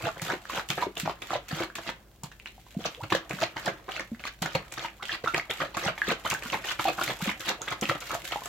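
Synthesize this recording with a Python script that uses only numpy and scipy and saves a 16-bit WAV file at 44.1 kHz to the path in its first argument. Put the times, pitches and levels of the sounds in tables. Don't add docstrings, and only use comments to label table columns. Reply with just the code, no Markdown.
import sys
import numpy as np
from scipy import signal
from scipy.fft import rfft, irfft, next_fast_len
from scipy.io import wavfile
from scipy.ndimage import uniform_filter1d

SR = 44100
rng = np.random.default_rng(int(sys.argv[2]) if len(sys.argv) > 2 else 0)


def master(y):
    cut = np.clip(np.atleast_2d(y).T, -1, 1)
    pcm = np.round(cut * 32767)
    wavfile.write(sys.argv[1], SR, pcm.astype(np.int16))


N = 373968

# (frequency [Hz], rms level ahead of the output filter [dB])
HUM_PARTIALS = [(52.8, -58.5), (119, -69.5), (210, -72.5), (339, -73.5)]
# (frequency [Hz], relative density [dB])
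AIR_SPECTRUM = [(25, 24.5), (70, 5), (350, -5.5), (700, -8.5), (2000, -26), (5500, -21.5), (10000, -26),
                (14500, -21.5)]
# (frequency [Hz], correlation)
STEREO_CORRELATION = [(150, 0.92), (500, 0.83), (1200, 0.75), (2500, 0.72), (5000, 0.042), (9000, .05)]
# (start [s], travel time [s],
# slap level [dB], slap tilt, wave level [dB], wave tilt, nominal wave rise [s], hand rub level [dB]);
# tilt is brightness, scaled to dB in each band by flow()
SHAKE_STROKES = [(0.0, 0.073, -38, -11, -32, -2, 0.033, -69),
                 (0.214, 0.12, -38.5, -5, -33, -3, 0.064, -59.5),
                 (0.495, 0.098, -50.5, 7, -35, -0.5, 0.059, -57.5),
                 (0.702, 0.13, -29.5, 3, -36.5, 1.5, 0.02, -59),
                 (0.969, 0.13, -36, 3, -34, -2.5, 0.0086, -62),
                 (1.22, 0.14, -37, 0.5, -34.5, 0.5, 0.038, -68),
                 (1.485, 0.15, -75, 19, -36, 0, 0.069, -59.5),
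                 (1.756, 0.14, -43.5, 5, -37, 0.6, 0.028, -64.5),
                 (2.805, 0.055, -45, 3, -32.5, 1.5, 0.0086, -81),
                 (3.103, 0.021, -45.5, 4, -23.5, -1.5, 0.0045, -61.5),
                 (3.305, 0.13, -32, -4, -29, 0, 0.02, -62), (3.565, 0.12, -28.5, -3, -28, -4, 0.021, -71),
                 (3.885, 0.093, -29.5, -9, -46.5, 4, 0.048, -69.5),
                 (4.196, 0.081, -46, 0.5, -56.5, 11.5, 0.02, -84),
                 (4.422, 0.13, -30.5, 3, -28.5, 1.5, 0.0025, -71),
                 (4.719, 0.14, -46.5, 4, -43, 3, 0.049, -72),
                 (5.027, 0.12, -43.5, 7, -43.5, 5.5, 0.044, -83),
                 (5.241, 0.14, -35, 1.5, -34, 0, 0.018, -62),
                 (5.499, 0.12, -29.5, 0, -29.5, -0.5, 0.013, -61),
                 (5.769, 0.12, -27, -3.5, -33, 1, 0.056, -61), (5.978, 0.14, -42, 0, -31.5, 2, 0.033, -61),
                 (6.251, 0.0734, -28.5, -2, -30, -5, 0.0093, -55.5),
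                 (6.423, 0.12, -40, 2.5, -27.5, -2, 0.015, -60),
                 (6.645, 0.072, -36, 3, -42.5, 6, 0.037, -61),
                 (6.794, 0.1, -27.5, -0.5, -31, -0.5, 0.025, -61.5),
                 (6.982, 0.13, -31, -13, -34, -1, 0.037, -52.5),
                 (7.205, 0.092, -40, -11, -35.5, 1.5, 0.04, -53),
                 (7.402, 0.11, -44, 4.5, -36, 2, 0.04, -58), (7.614, 0.11, -38, 0, -33.5, 0.5, 0.012, -80),
                 (7.824, 0.093, -26, 0.5, -42, 3.5, 0.025, -56),
                 (8.018, 0.13, -42, 4, -37, -1.5, 0.046, -66),
                 (8.239, 0.089, -45.5, -10, -37, 3, 0.012, -79)]
# (time [s], level [dB], tilt)
STRAY_LUMPS = [(0.165, -37, -9), (0.532, -39, -8), (0.778, -28, -2), (1.055, -30.5, -2.5),
               (1.306, -35, -14), (1.51, -33, 0.5), (1.784, -37, 0), (2.237, -39.5, -2), (2.318, -58.5, 7),
               (2.464, -54, 9.5), (3.035, -35.5, -1), (3.15, -31.5, 4.5), (3.997, -33.5, 3),
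               (4.241, -48.5, -0.5), (4.457, -30, 0.5), (4.774, -33, 0), (5.276, -38, 5.5),
               (5.342, -23.5, -3.5), (5.65, -42.5, 2.5), (5.746, -38.5, 3), (7.014, -31, 0),
               (7.486, -36.5, 8.5), (7.535, -41, -9), (7.677, -38.5, 6.5), (7.893, -34, 6), (7.95, -33, -2),
               (8.457, -37, -3)]
# (frequency [Hz], relative density [dB])
SLOSH_SPECTRUM = [(50, -33), (110, 0), (200, 0.5), (280, -9), (400, -6.5), (700, -1.5), (1300, -1.5),
                  (2100, -3.5), (3900, -9), (5400, -12), (7200, -6.5), (9000, -17), (16000, -17)]
# (frequency [Hz], width [Hz], gain [dB])
BOTTLE_MODES = [(324.7, 30.6, 14), (544, 27, 7), (700, 110, 4), (831, 14, -5), (1227, 89, 2.5)]
# (frequency [Hz], relative density [dB])
PUSH_SPECTRUM = [(80, -31), (125, 16.0), (240, -24), (400, -60)]
# (frequency [Hz], relative density [dB])
RUB_SPECTRUM = [(80, 9.5), (400, -39), (1500, 13), (3500, 12.5), (5500, 6), (7300, 9), (8600, 1.5),
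                (10500, -0.5), (12700, 6), (15800, -5)]
# (time [s], level [dB])
SLEEVE_LEVELS = [(0, -60.5), (2.1, -77), (2.56, -70), (2.67, -67), (2.78, -63), (3.8, -69), (5.5, -69),
                 (7.0, -54.5), (7.8, -65.5), (8.48, -52)]
# (time [s], level [dB])
SHELL_SNAPS = [(0.2185, -23.5), (0.6878, -28), (0.702, -22), (0.9795, -29), (0.998, -22), (1.2197, -34),
               (1.484, -36), (1.754, -29), (2.2355, -27), (3.1524, -28), (3.295, -32.5), (3.658, -26),
               (4.421, -23), (4.723, -28.5), (5.055, -33.5), (5.3445, -27.5), (5.504, -31), (5.7697, -27),
               (5.8546, -27), (6.3007, -17), (6.34, -21.5), (7.1903, -35), (7.3962, -32), (7.706, -30),
               (7.812, -20.5), (8.0047, -28.5), (8.145, -25.5), (8.4575, -24.5)]
# (frequency [Hz], relative density [dB])
SNAP_SPECTRUM = [(200, -9), (1500, -14.0), (7300, 27.0), (9500, 13.5), (16000, 8.0)]
# (time [s], level [dB], pitch [Hz])
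WALL_THUMPS = [(0.035, -39.5, 112), (0.221, -37.5, 139), (0.334, -31, 357), (0.699, -34.5, 148),
               (1.032, -33, 183), (1.528, -30, 166), (2.236, -39, 168), (2.767, -29, 197),
               (3.026, -40, 113), (3.124, -31, 181), (3.335, -36, 184), (4.418, -32.5, 170),
               (4.551, -33.5, 151), (5.862, -32, 151), (6.086, -32, 215), (6.456, -39, 220),
               (7.223, -32.5, 161), (7.275, -32, 206), (7.823, -28.5, 222), (7.895, -36.5, 129)]
# (time [s], pitch [Hz], level [dB], life [s])
RINGING_POPS = [(0.071, 665, -28.5, 0.0075), (0.498, 1120, -25.5, 0.0013), (0.824, 1000, -21, 0.0032),
                (0.868, 409, -23.5, 0.0027), (1.0766, 817, -16, 0.001), (1.333, 770, -21.5, 0.0018),
                (1.356, 605, -23.5, 0.0028), (1.605, 347, -24, 0.0036), (2.58, 760, -45.5, 0.0026),
                (2.666, 1060, -46, 0.0012), (2.749, 685, -44, 0.004), (2.854, 605, -23.5, 0.0019),
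                (3.149, 600, -19.5, 0.0023), (3.428, 654, -21.5, 0.002), (3.676, 683, -19, 0.0022),
                (4.117, 217, -30, 0.0061), (4.554, 525, -22, 0.0023), (4.846, 886, -29.5, 0.0026),
                (5.094, 1780, -23.5, 0.0013), (5.119, 3200, -23.5, 0.00092), (5.241, 563, -22.5, 0.0014),
                (5.274, 1360, -17.5, 0.0026), (5.345, 2420, -18, 0.00084), (5.397, 2150, -20, 0.00076),
                (5.603, 1220, -24, 0.0019), (5.635, 645, -25.5, 0.0024), (5.878, 1430, -24, 0.0016),
                (5.884, 750, -21, 0.001), (6.0178, 1650, -14.5, 0.0012), (6.081, 340, -24, 0.0019),
                (6.115, 480, -23, 0.0039), (6.264, 3120, -31, 0.0021), (6.348, 1530, -24.5, 0.0015),
                (6.532, 1130, -24, 0.0015), (6.687, 2990, -27, 0.0018), (6.8536, 786, -19, 0.0039),
                (6.88, 707, -19.5, 0.0034), (6.896, 764, -29, 0.0016), (7.014, 1400, -20, 0.0014),
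                (7.294, 2200, -20.5, 0.001), (7.618, 6580, -23.5, 0.00044), (7.679, 1900, -25, 0.00092),
                (7.897, 1330, -13.5, 0.00076), (7.912, 557, -23.5, 0.0025), (8.15, 660, -27.5, 0.0036),
                (8.323, 720, -28.5, 0.0021), (8.359, 840, -21, 0.0011)]
# (time [s], pitch [Hz], level [dB])
WET_SMACKS = [(0.089, 1220, -19), (0.197, 2070, -25), (0.3017, 1520, -16), (0.454, 1600, -27.5),
              (0.533, 2330, -27), (0.5767, 1270, -21), (0.689, 2770, -23), (0.779, 784, -22.5),
              (0.97, 2770, -19.5), (1.306, 1140, -19.5), (1.701, 1420, -30), (1.755, 2320, -29),
              (1.891, 1680, -20), (2.234, 890, -32), (2.317, 1590, -36.5), (2.399, 2700, -31),
              (2.4588, 2520, -22.5), (2.841, 2800, -23.5), (2.948, 2930, -27), (3.103, 2410, -21.5),
              (3.1243, 1170, -12.5), (3.3099, 2140, -19), (3.388, 1430, -25.5), (3.662, 4450, -18.5),
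              (3.919, 2900, -20.5), (3.965, 2520, -19), (3.996, 1820, -18.5), (4.148, 1900, -34),
              (4.196, 2420, -32.5), (4.239, 2080, -22), (4.253, 1070, -24), (4.279, 1560, -25),
              (4.5532, 1070, -21.5), (4.795, 3300, -22.5), (4.884, 2400, -27), (5.025, 1290, -25.5),
              (5.03, 3330, -26.5), (5.261, 1120, -19.5), (5.054, 2900, -22), (5.346, 1830, -15.5),
              (5.511, 3170, -13.5), (5.979, 2130, -22), (6.072, 2300, -30), (6.312, 2450, -13.5),
              (6.424, 2230, -23), (6.46, 1320, -26.5), (6.501, 2690, -18.5), (6.714, 1350, -24),
              (6.795, 1180, -18), (7.025, 3200, -18), (7.078, 1960, -16), (7.315, 1830, -19.5),
              (7.4875, 2180, -15), (7.681, 1830, -18.5), (7.855, 2410, -16.5), (8.1068, 1250, -21),
              (8.42, 910, -29)]
# (time [s], length [s], start pitch [Hz], end pitch [Hz],
# level before flutter [dB])
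AIR_GURGLES = [(0.849, 0.027, 763, 450, -38), (2.778, 0.032, 255, 550, -42.5),
               (2.971, 0.072, 454, 1450, -43), (4.996, 0.024, 1060, 1380, -43),
               (6.248, 0.026, 940, 1430, -33), (6.976, 0.028, 1580, 1040, -33),
               (7.203, 0.0246, 850, 1630, -35), (7.588, 0.047, 580, 1415, -41)]
# (frequency [Hz], decay time to -60 dB [s])
ROOM_T60 = [(150, 0.21), (500, 0.12), (2500, 0.23), (12000, 0.099)]

ENVELOPE_STEP = 64
SLAP_RISE_S, SLAP_HOLD_S, SLAP_FALL_S = 0.01, 0.0063, 0.012
WAVE_FALL_S = 0.013
RUN_REL_WAVE_DB, RUN_TILT, RUN_RISE_S = -25, 3, 0.0051
DRAIN_REL_WAVE_DB, DRAIN_S = -19, 0.078
FIZZ_START_DB, FIZZ_GROWTH_DB_PER_S, FIZZ_TREBLE_DB, FIZZ_DECAY_S = -72, 2, -6, 0.26
RUB_ATTACK_S, RUB_RELEASE_S, RUB_SAG_DB_PER_S = 0.00066, 0.022, 14
SCUFF_REL_SNAP_DB, SCUFF_HOLD_S, SCUFF_DECAY_S = -25.5, 0.0035, 0.016
ECHO_CHANGE_S = 0.12
TOP_HZ = 16000


def amp(db):
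    return 10 ** (np.asarray(db) / 20)


def unit(x):
    return x / np.sqrt(np.mean(x ** 2) + 1e-20)


def noise():
    return rng.standard_normal((2, N))


def along(points, hz):
    f, v = np.transpose(points)
    return np.interp(np.log(hz + 1), np.log(f + 1), v)


def curve(rows):
    return np.interp(np.arange(N) / SR, *np.transpose(rows))


def filtered(x, response):
    m = next_fast_len(N + 8192)
    spectrum = rfft(x, m) * response(np.fft.rfftfreq(m, 1 / SR))
    return irfft(spectrum, m)[..., :N]


def add(track, s, sound):
    part = track[..., max(round(s * SR), 0):][..., :sound.shape[-1]]
    part += sound[..., :part.shape[-1]]


def stereo(pair, spectrum):
    def response(hz):
        angle = np.arccos(np.clip(along(STEREO_CORRELATION, hz), -1, 1)) / 2
        return amp(along(spectrum, hz)) * np.array([np.cos(angle), np.sin(angle)])
    mid, side = filtered(pair, response)
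    return unit(np.array([mid + side, mid - side]))


def columns(rows):
    s, *rest = np.transpose(rows)[:, :, None]
    return np.arange(0, N, ENVELOPE_STEP) / SR - s, *rest


def together(*envelopes):
    power = sum(np.sum(e ** 2, axis=0) for e in envelopes)
    return np.interp(np.arange(N), np.arange(0, N, ENVELOPE_STEP), np.sqrt(power))


def swell(t, rise_s, fall_s):
    return np.exp(-np.minimum((t / np.where(t < 0, rise_s, fall_s)) ** 2, 20))


def held(t, attack_s, hold_s, release_s):
    return np.clip(t / attack_s, 0, 1) * np.exp(-np.clip((t - hold_s) / release_s, 0, 20))


def ticks(spread_db, life_s, count):
    when, strength = rng.random((count, 2)).T
    gains = amp(-spread_db * np.log(1 - .98 * strength))
    kicks = np.bincount((when * N).astype(int), gains, minlength=N)
    return unit(signal.lfilter([1], [1, -np.exp(-1 / (life_s * SR))], kicks))


def ring(hz, life_s, sag, sharpness, wander=0):
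    u = 2 * np.arange(SR // 10) / SR / life_s
    phase = np.pi * hz * life_s * np.cumsum(1 + sag * (1 - np.minimum(u, 4) / 2)) * u[1]
    drift = uniform_filter1d(np.cumsum(rng.standard_normal(len(u))), size=30) * np.sqrt(u[1])
    return (u * np.exp(1 - u)) ** sharpness * np.sin(phase + wander * drift)


def background(air_db):
    t = np.arange(N) / SR
    hum = np.zeros(N)
    for hz, db in HUM_PARTIALS:
        hum += amp(db) * np.sqrt(2) * np.sin(2 * np.pi * (hz * t + rng.random()))
    return hum + amp(air_db) * stereo(noise(), AIR_SPECTRUM)


def flow(db_per_tilt, stretch, drain_db):
    def gain(db, tilt):
        return amp(db + db_per_tilt * tilt)

    def slap(t):
        return held(t + SLAP_RISE_S / 2, SLAP_RISE_S, SLAP_HOLD_S, SLAP_FALL_S * stretch)

    t, travel_s, slap_db, slap_tilt, wave_db, wave_tilt, rise_s, _ = columns(SHAKE_STROKES)
    slaps = gain(slap_db, slap_tilt) * slap(t)
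    runs = gain(wave_db + RUN_REL_WAVE_DB, RUN_TILT) * held(t, RUN_RISE_S, travel_s, WAVE_FALL_S)
    waves = gain(wave_db, wave_tilt) * swell(t - travel_s, rise_s / stretch, WAVE_FALL_S * stretch)
    foam_gain = amp(wave_db + DRAIN_REL_WAVE_DB + drain_db)
    foam = foam_gain * held(t - travel_s, WAVE_FALL_S, WAVE_FALL_S, DRAIN_S)
    t, lump_db, lump_tilt = columns(STRAY_LUMPS)
    lumps = gain(lump_db, lump_tilt) * slap(t)
    return together(slaps, runs, waves, foam, lumps)


def grains(low_hz, high_hz, cycles, spread_db, glide, count, size):
    when, pitch, strength, bend = rng.random((count, 4)).T[:, :, None]
    hz = low_hz + (high_hz - low_hz) * pitch ** 2
    turns = hz * np.arange(size) / SR
    age = turns / (cycles * np.sqrt(hz / 1000))
    gain = np.sqrt(hz) * amp(-spread_db * np.log(1 - .97 * strength))
    phase = 2 * np.pi * turns * (1 + glide * (bend - .5) * np.tanh(age / 4))
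    rings = gain * age * np.exp(-age) * np.sin(phase) * np.linspace(1, 0, size)
    places = (when * N).astype(int) + np.arange(size)
    return unit(np.bincount(places.ravel(), rings.ravel(), minlength=N)[:N])


def bottle_response(hz):
    total = 1
    for centre_hz, width_hz, db in BOTTLE_MODES:
        damping = 1j * hz * width_hz
        total = total + (amp(db) - 1) * damping / (centre_hz ** 2 - hz ** 2 + damping)
    return total


def froth(ringing_db, spray_db, evenness):
    squashed = np.array([grains(200, 6000, cycles=.6, spread_db=3, glide=.4, count=14000, size=250)
                         for _ in range(2)])
    ringing = np.array([grains(400, 4600, cycles=1.9, spread_db=2.1, glide=.25, count=3200, size=800)
                        for _ in range(2)])
    clumps = unit(.3 + ticks(spread_db=2.4, life_s=.003, count=2000))
    spray = unit(ticks(spread_db=0.5, life_s=0.0045, count=5000) * noise())
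    bubbles = clumps * (squashed + amp(spray_db) * spray) + amp(ringing_db) * ringing
    mix = filtered(stereo(bubbles, SLOSH_SPECTRUM), bottle_response)
    power = np.abs(uniform_filter1d(np.mean(mix ** 2, axis=0), size=700)) + 1e-9
    return unit(mix / power ** (evenness / 2))


def splashes(splash_db, push_db, pivot_hz, linger):
    dull = flow(db_per_tilt=0.03, stretch=linger, drain_db=1.0)
    bright = flow(db_per_tilt=2.0, stretch=0.69, drain_db=-12.0)
    liquid = froth(ringing_db=-.7, spray_db=-5.5, evenness=.9)
    large = filtered(liquid, lambda hz: 1 / (1 + (hz / pivot_hz) ** 4))
    small = liquid - large
    waves = dull * large + bright * small
    push = dull * stereo(noise(), PUSH_SPECTRUM)
    t, travel_s, *_ = columns(SHAKE_STROKES)
    stirred = together(held(t, travel_s, travel_s, FIZZ_DECAY_S))
    fizz_gain = amp(FIZZ_START_DB + FIZZ_GROWTH_DB_PER_S * np.arange(N) / SR)
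    fizz = stirred * fizz_gain * (large + amp(FIZZ_TREBLE_DB) * small)
    return amp(splash_db) * waves + amp(push_db) * push + fizz


def rubbing():
    t, travel_s, *_, grip_db = columns(SHAKE_STROKES)
    driving = held(t, RUB_ATTACK_S, travel_s, RUB_RELEASE_S)
    grips = amp(grip_db - RUB_SAG_DB_PER_S * np.clip(t, 0, 1)) * driving
    swing = np.clip(together(driving), .5, 1)
    t, snap_db = columns(SHELL_SNAPS)
    skids = amp(snap_db + SCUFF_REL_SNAP_DB) * held(t, RUB_ATTACK_S, SCUFF_HOLD_S, SCUFF_DECAY_S)
    return np.hypot(together(grips, skids), swing * amp(curve(SLEEVE_LEVELS)))


def hands(rub_db, snap_db, snap_t60_s):
    slips = .7 + ticks(spread_db=3.6, life_s=.002, count=900)
    rub = amp(rub_db) * rubbing() * stereo(slips * noise(), RUB_SPECTRUM)
    snaps, t = np.zeros(N), np.arange(SR // 20) / SR
    for s, db in SHELL_SNAPS:
        add(snaps, s, amp(db + snap_db - 60 * t / snap_t60_s))
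    return rub + snaps * stereo(noise(), SNAP_SPECTRUM)


def thumps(thump_db, cycles):
    out = np.zeros(N)
    for s, db, hz in WALL_THUMPS:
        add(out, s, amp(db + thump_db) * ring(hz, cycles / hz, sag=0.06, sharpness=1.2))
    return out


def pops(pop_db, sag):
    out = np.zeros((2, N))
    for s, hz, db, life_s in RINGING_POPS:
        pan_db = rng.standard_normal() * np.array([[1], [-1]])
        add(out, s, amp(db + pop_db + pan_db) * ring(hz, life_s, sag, sharpness=.35, wander=.4))
    return out


def smacks(smack_db, crack_db, crack_s):
    out, t = np.zeros((2, N)), np.arange(SR // 10) / SR
    for s, hz, db in WET_SMACKS:
        crack = amp(crack_db) * np.exp(-t / crack_s) * rng.standard_normal((2, len(t)))
        pocket = ring(hz, 1.1 / hz, sag=-.1, sharpness=.35, wander=.3)
        add(out, s, amp(db + smack_db) * (pocket + crack))
    return filtered(out, lambda hz: 1 / (1 + (hz / 7500) ** 4))


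def gurgles():
    out = np.zeros(N)
    for s, length_s, start_hz, end_hz, db in AIR_GURGLES:
        u = np.linspace(0, 1, round(length_s * SR))
        knots = rng.standard_normal(size=(2, 16))
        flutter, quiver = [np.interp(u, np.linspace(0, 1, num=16), k) for k in knots]
        glide = (1 + np.tanh(5 * (u - .5))) / 2
        hz = start_hz * (end_hz / start_hz) ** glide * (1 + .04 * quiver)
        level = amp(db + 6.3 * flutter) * np.sqrt(np.abs(np.sin(np.pi * u)))
        add(out, s, level * np.sin(2 * np.pi * np.cumsum(hz) / SR))
    return out


def echo():
    hz, t, z = signal.stft(rng.standard_normal((2, SR // 4)), SR, nperseg=256)
    apart = np.minimum(hz / 1900, 1)[:, None]
    z = np.array([z[0] + apart * z[1], z[0] - apart * z[1]]) / np.sqrt(1 + apart ** 2)
    decay = amp(-60 * t / along(ROOM_T60, hz)[:, None])
    onset = 1 - np.exp(-t / 0.0013)
    tail = signal.istft(z * decay * onset, SR, nperseg=256)[1]
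    highpass = signal.butter(1, 130, 'highpass', fs=SR)
    return signal.lfilter(*highpass, tail / np.linalg.norm(tail[0]))


def room(x):
    out, hop = np.zeros((2, N)), round(ECHO_CHANGE_S * SR)
    for start in range(0, N, hop):
        add(out, start / SR, signal.fftconvolve(x[:, start:start + hop], echo(), axes=1))
    return out


def scene():
    bottle = splashes(splash_db=3.5, push_db=-14.5, pivot_hz=1730, linger=0.97)
    bottle = bottle + hands(rub_db=13.0, snap_db=-3.5, snap_t60_s=0.0099)
    bottle = bottle + thumps(thump_db=7.0, cycles=1.41)
    bottle = bottle + pops(pop_db=1.5, sag=0.0052)
    bottle = bottle + smacks(smack_db=-2.0, crack_db=-5.0, crack_s=0.0006)
    bottle = bottle + gurgles()
    balance = amp([[-.3], [.3]])
    return (bottle + amp(-5.5) * room(bottle)) * balance + background(air_db=-46.5)


def record(dry):
    def response(hz):
        highpass = 1 - 1 / (1 + (hz / 44) ** 6)
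        return (hz < TOP_HZ) * highpass
    return filtered(dry, response)


dry = scene()
out = record(dry)
master(out)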